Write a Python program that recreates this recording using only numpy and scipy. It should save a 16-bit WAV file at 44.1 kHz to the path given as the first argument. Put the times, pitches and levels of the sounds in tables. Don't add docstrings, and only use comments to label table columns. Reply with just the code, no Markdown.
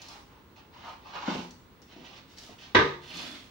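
import sys
import numpy as np
from scipy import signal
from scipy.fft import rfft, irfft, next_fast_len
from scipy.io import wavfile

SR = 44100
rng = np.random.default_rng(int(sys.argv[2]) if len(sys.argv) > 2 else 0)


def dump_mix(stems):
    frames = np.atleast_2d(stems).T
    limited = np.clip(frames, -1, 1)
    pcm = np.round(limited * 32767).astype(np.int16)
    wavfile.write(sys.argv[1], SR, pcm)


N = 154350


# start_s, rise_s, hold_s, release_s, hiss_db, hollow_db, tips_db
STROKES = [(-.03, 0.014, 0.15, 0.11, -54.5, -58.5, -54.5), (0.073, 0.017, 0.027, 0.12, -77, -49.5, -77),
           (0.283, 0.02, 0.05, 0.07, -68, -58.5, -90), (0.557, 0.0071, 0.021, 0.038, -53, -58, -84),
           (0.711, 0.028, 0.11, 0.044, -57.5, -53.5, -89), (0.817, 0.039, 0.025, 0.097, -51, -43.5, -63),
           (1.004, 0.053, 0.075, .04, -52, -49, -77), (1.128, 0.025, 0.021, 0.039, -49.5, -38.5, -80),
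           (1.187, 0.055, 0.07, 0.074, -42.5, -36.5, -79), (1.271, 0.016, 0.041, 0.065, -42.5, -41, -55),
           (1.327, .03, 0.067, 0.044, -47.5, -63, -55), (1.819, 0.0027, 0.0052, 0.016, -61.5, -79, -70),
           (1.863, 0.026, 0.046, 0.17, -56, -64.5, -88), (1.968, 0.092, 0.11, 0.049, -52.5, -58, -65),
           (2.256, 0.059, 0.079, 0.043, -61.5, -74, -62.5), (2.352, 0.024, 0.064, 0.1, -73, -69, -52.5),
           (2.456, 0.042, 0.019, 0.053, -57, -56.5, -66), (2.579, 0.0086, 0.03, 0.09, -52, -84, -58),
           (2.627, 0.018, 0.016, 0.28, -59, -61, -84)]
# centre_s, length_s (from centre to 37 %), level_db
RAKES = [(.878, 0.036, -51), (1.153, 0.025, -41), (1.189, 0.0088, -46.5), (1.245, .025, -53),
         (1.286, 0.019, -37.5)]
# time_s, pressure_db, tips_db
DRAG_PATH = [(3.018, -8, -82), (3.048, -6.5, -74), (3.133, -4, -68), (3.175, 1, -56), (3.24, 0, -60),
             (3.295, -3, -69), (3.345, -4, -53), (3.42, -15.5, -80), (3.49, -24, -90)]
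# pitch_hz, width_hz, relative_level_db
BROOM_RESONANCES = [(1700, 150, -0.5), (2520, 69, 2.5), (2930, 190, -22), (3440, 130, 6.5), (4250, 160, -6),
                    (4250, 130, -4), (4870, 190, -5)]
# start_s, thud_db, crack_db, ring_db
KNOCKS = [(2.7479, 10, 3.5, -4), (2.7526, 13.5, 9, -3.5), (2.767, 12.5, 2, -5), (2.789, 8, -3, -9.5),
          (2.808, -1, -18, -9)]
KNOCK_HZ = [145, 356, 391, 428, 472, 858, 998, 1195, 1246, 1551, 1697, 1953]
# level_db, dieaway_s
KNOCK_MODES = [(-35.5, 0.73), (-23.5, 0.48), (-25, 0.48), (-23.5, 0.31), (-24, 0.34), (-27.5, 0.28),
               (-21.5, 0.35), (-20.5, 0.25), (-29.5, 0.47), (-10, 0.084), (-21, 0.21), (-20.5, 0.23)]
# start_s, thump_db, ring_db
BUMPS = [(1.277, -23, -9), (1.283, -21.5, -4.5), (1.35, -28.5, -0.5), (1.389, -32.5, -2.5),
         (1.445, -39.5, -7)]
PAN_HZ = [178, 250, 319, 357, 858, 893, 960]
# level_db, dieaway_s
PAN_MODES = [(-37.5, 0.45), (-45.5, 0.73), (-42, 0.19), (-43.5, 0.23), (-40, 0.27), (-45.5, 0.19),
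             (-44, 0.16)]
# start_s, level_db
SNAPS = [(0.018, -42), (0.085, -40), (1.508, -45), (1.818, -49.5), (2.384, -41), (3.17, -37.5)]
# start_s, level_db
STEPS = [(1.963, -45), (2.002, -46.5), (2.489, -43.5)]

# pitch_hz, level_db
HISS_SPECTRUM = [(200, -18), (600, -1), (1500, -3), (2800, 3), (4300, -3), (5900, -8.5), (7200, -20),
                 (9500, -39.5), (15000, -43)]
# pitch_hz, level_db
HOLLOW_SPECTRUM = [(120, -21.5), (400, -11.5), (660, -13), (830, 1.5), (1000, 0.5), (1220, -4),
                   (1500, -13.5), (2500, -17), (6000, -50)]
# pitch_hz, level_db
TIPS_SPECTRUM = [(1500, 1.5), (3500, 6.5), (5500, 6), (7500, -6.5), (10000, -12.5), (15000, -18.5)]
# pitch_hz, level_db
RAKE_SPECTRUM = [(400, -17), (800, -3), (1220, 1.5), (1550, -3.5), (1950, -8), (2550, -7), (6000, -22.5),
                 (10000, -54)]
# pitch_hz, level_db
RUB_SPECTRUM = [(70, -40), (160, -5.5), (250, 3.5), (400, -6), (660, -24), (1100, -9), (1700, -7.5),
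                (3000, -41)]
# pitch_hz, level_db
THUD_SPECTRUM = [(25, -40), (50, -14), (95, -6.5), (165, -13.5), (210, -5), (350, -3), (470, 4),
                 (560, -7.5), (760, -14.5), (890, -2.5), (1220, -3), (1360, -18), (1600, -6), (2000, -4.5),
                 (2500, -17.5), (6000, -66), (12000, -82)]
# pitch_hz, level_db
CRACK_SPECTRUM = [(300, -20), (1000, -7), (1800, -4), (2400, -4), (3100, -5), (3700, -3), (4500, -13),
                  (5900, -18.5), (7000, -33), (9000, -45), (15000, -77)]
# pitch_hz, level_db
BUMP_SPECTRUM = [(30, -36), (100, -9.5), (165, -2), (250, 0), (480, -1), (620, -17), (950, -10),
                 (1500, -22), (9000, -59)]
# pitch_hz, level_db
SNAP_SPECTRUM = [(1500, -11.5), (3000, -7), (5500, 5.5), (7200, -4.5), (9000, -14.5), (15000, -22.5)]
# pitch_hz, level_db
FOOT_SPECTRUM = [(30, -25), (90, -15), (170, -8), (270, -1), (450, -6), (800, -19.5), (3000, -57)]
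# pitch_hz, level_db
AIR_SPECTRUM = [(22, -45), (38, -5.5), (70, 0), (130, -4), (260, -5), (450, -9), (700, -17.5),
                (1000, -11.5), (1500, -17.5), (4000, -26.5), (8000, -38), (15500, -40)]

# pitch_hz, dieaway_s
ROOM_DIEAWAY = [(100, 0.45), (350, 0.38), (1000, 0.43), (3000, 0.39), (6000, 0.46), (9000, 0.74),
                (14000, 0.37)]
# pitch_hz, likeness (0 to 1)
LIKENESS = [(60, 0.89), (250, 0.83), (500, 0.65), (1000, 0.17), (2000, 0.033), (8000, 0.027)]
# pitch_hz, left_minus_right_db
PORTS = [(700, 0), (1300, -0.5), (1800, -3), (2500, -5), (3900, -8), (4700, -5), (5700, 7), (7500, 3.5),
         (10000, 0.5), (15000, 6.5)]

FLICKS_PER_S, TIP_FLICKS_PER_S, RAKE_FLICKS_PER_S = 6000, 2400, 900
TIP_SPREAD_DB = 4
JUDDER_DB, JUDDER_HZ = 3.5, 69.74
DRAG_HISS_DB, DRAG_RING_DB, DRAG_RUB_DB = -43.5, -47.5, -46
RUB_POWER = 1.4
SQUEAK_S, SQUEAK_LENGTH_S, SQUEAK_HZ, SQUEAK_WIDTH_HZ, SQUEAK_DB = 3.4, 0.018, 3420, 110, -49.5
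BUMP_DIEAWAY_S, SNAP_DIEAWAY_S, STEP_DIEAWAY_S = 0.035, 0.023, 0.14
MODE_SCATTER = 0.0074
SPOT_S = 0.13
DIRECT_DB, KNOCK_DIRECT_DB = -6.5, -10.5
EARLY_DB, EARLY_DIEAWAY_S = 3, 0.026
AIR_DB, WHINE_DB, WHINE_HZ = -56, -70.5, 15660
TOP_HZ = 15800


def strokes(t):
    hiss, hollow, tips = np.zeros((3, N))
    for start, rise, hold, release, hiss_db, hollow_db, tips_db in STROKES:
        pressing = np.clip((t - start) / rise, 0, 1)
        lifting = np.clip(1 - (t - start - rise - hold) / release, 0, 1)
        press = pressing * lifting
        hiss = np.hypot(hiss, press * undb(hiss_db))
        hollow = np.hypot(hollow, press * undb(hollow_db))
        tips = np.hypot(tips, press * undb(tips_db))
    hiss_sound = colour(hiss * flicks(FLICKS_PER_S, spread_db=-0.5), HISS_SPECTRUM)
    hollow_sound = colour(hollow * flicks(FLICKS_PER_S, spread_db=-0.5), HOLLOW_SPECTRUM)
    tips_sound = colour(tips * flicks(TIP_FLICKS_PER_S, TIP_SPREAD_DB), TIPS_SPECTRUM)
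    return hiss_sound + hollow_sound + tips_sound


def drag(t):
    times, press_db, tips_db = np.array(DRAG_PATH).T
    press = undb(np.interp(t, times, press_db, left=-200))
    flicking = undb(np.interp(t, times, tips_db, left=-200))
    grain = flicks(FLICKS_PER_S, spread_db=5)
    body = 0
    for hz, width, db in BROOM_RESONANCES:
        resonator = signal.iirpeak(hz, hz / width, SR)
        body = body + undb(db) * signal.lfilter(*resonator, grain)
    hiss = press * undb(DRAG_HISS_DB) * colour(flicks(FLICKS_PER_S, spread_db=6), HISS_SPECTRUM)
    broom_ring = press * undb(DRAG_RING_DB) * unit(body)
    tips = flicking * colour(flicks(TIP_FLICKS_PER_S, TIP_SPREAD_DB), TIPS_SPECTRUM)
    rub = press ** RUB_POWER * undb(DRAG_RUB_DB) * colour(grain, RUB_SPECTRUM)
    return hiss + broom_ring + tips + rub


def squeak(t):
    grip = np.exp(-((t - SQUEAK_S) / SQUEAK_LENGTH_S) ** 2)
    resonator = signal.iirpeak(SQUEAK_HZ, SQUEAK_HZ / SQUEAK_WIDTH_HZ, SR)
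    tone = signal.lfilter(*resonator, flicks(FLICKS_PER_S, TIP_SPREAD_DB))
    return undb(SQUEAK_DB) * grip * unit(tone)


def rakes(t):
    press = sum(undb(db) * np.exp(-((t - centre) / length) ** 2) for centre, length, db in RAKES)
    return colour(press * flicks(RAKE_FLICKS_PER_S, spread_db=0), RAKE_SPECTRUM)


def flicks(rate, spread_db):
    happens = rng.random(N) < rate / SR
    direction = rng.choice([-1, 1], N)
    size = undb(spread_db * rng.standard_normal(N))
    knots = rng.standard_normal(N)
    judder = np.interp(np.arange(N) / SR * JUDDER_HZ, np.arange(N), knots)
    return unit(happens * direction * size * undb(JUDDER_DB * judder))


def knock(t):
    thud, crack = np.zeros((2, 2, N))
    for start, thud_db, crack_db, _ in KNOCKS:
        push = signal.unit_impulse(len(t), int(start * SR))
        thud = thud + undb(thud_db) * kitchen(push, KNOCK_DIRECT_DB)
        crack = crack + undb(crack_db) * kitchen(push, KNOCK_DIRECT_DB)
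    return colour(thud, THUD_SPECTRUM) + colour(crack, CRACK_SPECTRUM)


def knock_ring(t):
    return ring(t, np.array(KNOCKS)[:, [0, 3]], KNOCK_HZ, KNOCK_MODES, build_s=0.0041)


def dustpan_bumps(t):
    return blows(t, np.array(BUMPS)[:, :2], BUMP_DIEAWAY_S, BUMP_SPECTRUM)


def dustpan_ring(t):
    return ring(t, np.array(BUMPS)[:, [0, 2]], PAN_HZ, PAN_MODES, build_s=0.004)


def ring(t, contacts, pitches, modes, build_s):
    out = np.zeros((2, N))
    for start, contact_db in contacts:
        first = int(start * SR)
        age = t[:min(N - first, SR // 2)]
        chances = rng.uniform(-0.9, 1, (len(modes), 3))
        for hz, (db, dieaway_s), (phase, lag, detune) in zip(pitches, modes, chances):
            unlike = 1 - np.clip(at(LIKENESS, hz), 0, 1)
            apart = lag * unlike / 2 * np.array([[1], [-1]])
            shifted_hz = hz * (1 + MODE_SCATTER * detune)
            wave = np.sin(np.pi * (2 * shifted_hz * age + phase + apart))
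            envelope = fade(age, dieaway_s) * (1 - np.exp(-age / build_s))
            out[:, first:first + len(age)] += undb(db + contact_db) * envelope * wave
    return out


def snaps(t):
    return blows(t, SNAPS, SNAP_DIEAWAY_S, SNAP_SPECTRUM)


def footsteps(t):
    return blows(t, STEPS, STEP_DIEAWAY_S, FOOT_SPECTRUM)


def blows(t, rows, dieaway_s, spectrum):
    force = sum(undb(db) * fade(t - start, dieaway_s) for start, db in rows)
    return colour(force * rng.choice([-1., 1.], N), spectrum)


def moving(t, x, count=4):
    out = undb(DIRECT_DB) * x
    for spot in range(count):
        away = np.abs((t / SPOT_S - spot) % count - count / 2)
        share = np.sqrt(np.clip(1 - away, 0, 1))
        out = out + kitchen(x * share, -np.inf)
    return out


def kitchen(x, direct_db):
    size = 2 ** 15
    t = np.arange(size) / SR
    hz, noise = diffuse(size)
    tail = 0
    for centre, dieaway_s in ROOM_DIEAWAY:
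        share = at([(f, float(f == centre)) for f, _ in ROOM_DIEAWAY], hz)
        tail = tail + irfft(noise * share, size) * fade(t, dieaway_s)
    early = 1 + undb(EARLY_DB) * fade(t, EARLY_DIEAWAY_S)
    tail = unit(tail * early) / np.sqrt(size)
    reflections = signal.fftconvolve(x[None], tail, axes=1)[:, :N]
    return undb(direct_db) * x + reflections


def background(t):
    air = colour(irfft(diffuse(N)[1], N), AIR_SPECTRUM)
    whine = np.sin(2 * np.pi * WHINE_HZ * t) * np.array([[1], [0.35]])
    return undb(AIR_DB) * air + undb(WHINE_DB) * whine


def diffuse(size):
    hz = np.fft.rfftfreq(size, 1 / SR)
    like = np.clip(at(LIKENESS, hz), 0, 1)
    mid, side = rfft(rng.standard_normal((2, size)))
    shared = mid * np.sqrt(1 + like)
    opposite = np.array([[1], [-1]]) * side * np.sqrt(1 - like)
    return hz, (shared + opposite) / np.sqrt(2)


def colour(x, table):
    size = next_fast_len(2 * N)
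    gain = unit(undb(at(table, np.fft.rfftfreq(size, 1 / SR))))
    cepstrum = irfft(np.log(gain), size)
    cepstrum[1:size // 2] *= 2
    cepstrum[size // 2 + 1:] = 0
    response = np.exp(rfft(cepstrum))
    return irfft(rfft(x, size) * response, size)[..., :N]


def fade(t, dieaway_s):
    return (t >= 0) * np.exp(-np.log(1000) * np.maximum(t, 0) / max(dieaway_s, 1e-3))


def at(table, hz):
    f, v = np.array(table, float).T
    return np.interp(np.log(np.maximum(hz, 1)), np.log(f), v)


def unit(x):
    return x / np.sqrt(np.mean(x ** 2) + 1e-20)


def undb(db):
    return 10 ** (np.asarray(db) / 20)


def scene():
    t = np.arange(N) / SR
    sweeping = strokes(t) + rakes(t) + drag(t) + squeak(t)
    contacts = dustpan_bumps(t) + snaps(t) + footsteps(t)
    rings = knock_ring(t) + dustpan_ring(t)
    in_room = moving(t, sweeping + contacts)
    return in_room + knock(t) + rings + background(t)


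def record(dry):
    size = next_fast_len(2 * N)
    lean_db = at(PORTS, np.fft.rfftfreq(size, 1 / SR))
    port_gain = undb(np.array([lean_db, -lean_db]) / 2)
    heard = irfft(rfft(dry, size) * port_gain, size)[:, :N]
    top_cut = signal.ellip(10, 0.2, 80, TOP_HZ, fs=SR, output="sos")
    return signal.sosfilt(top_cut, heard)


dry = scene()
out = record(dry)
dump_mix(out)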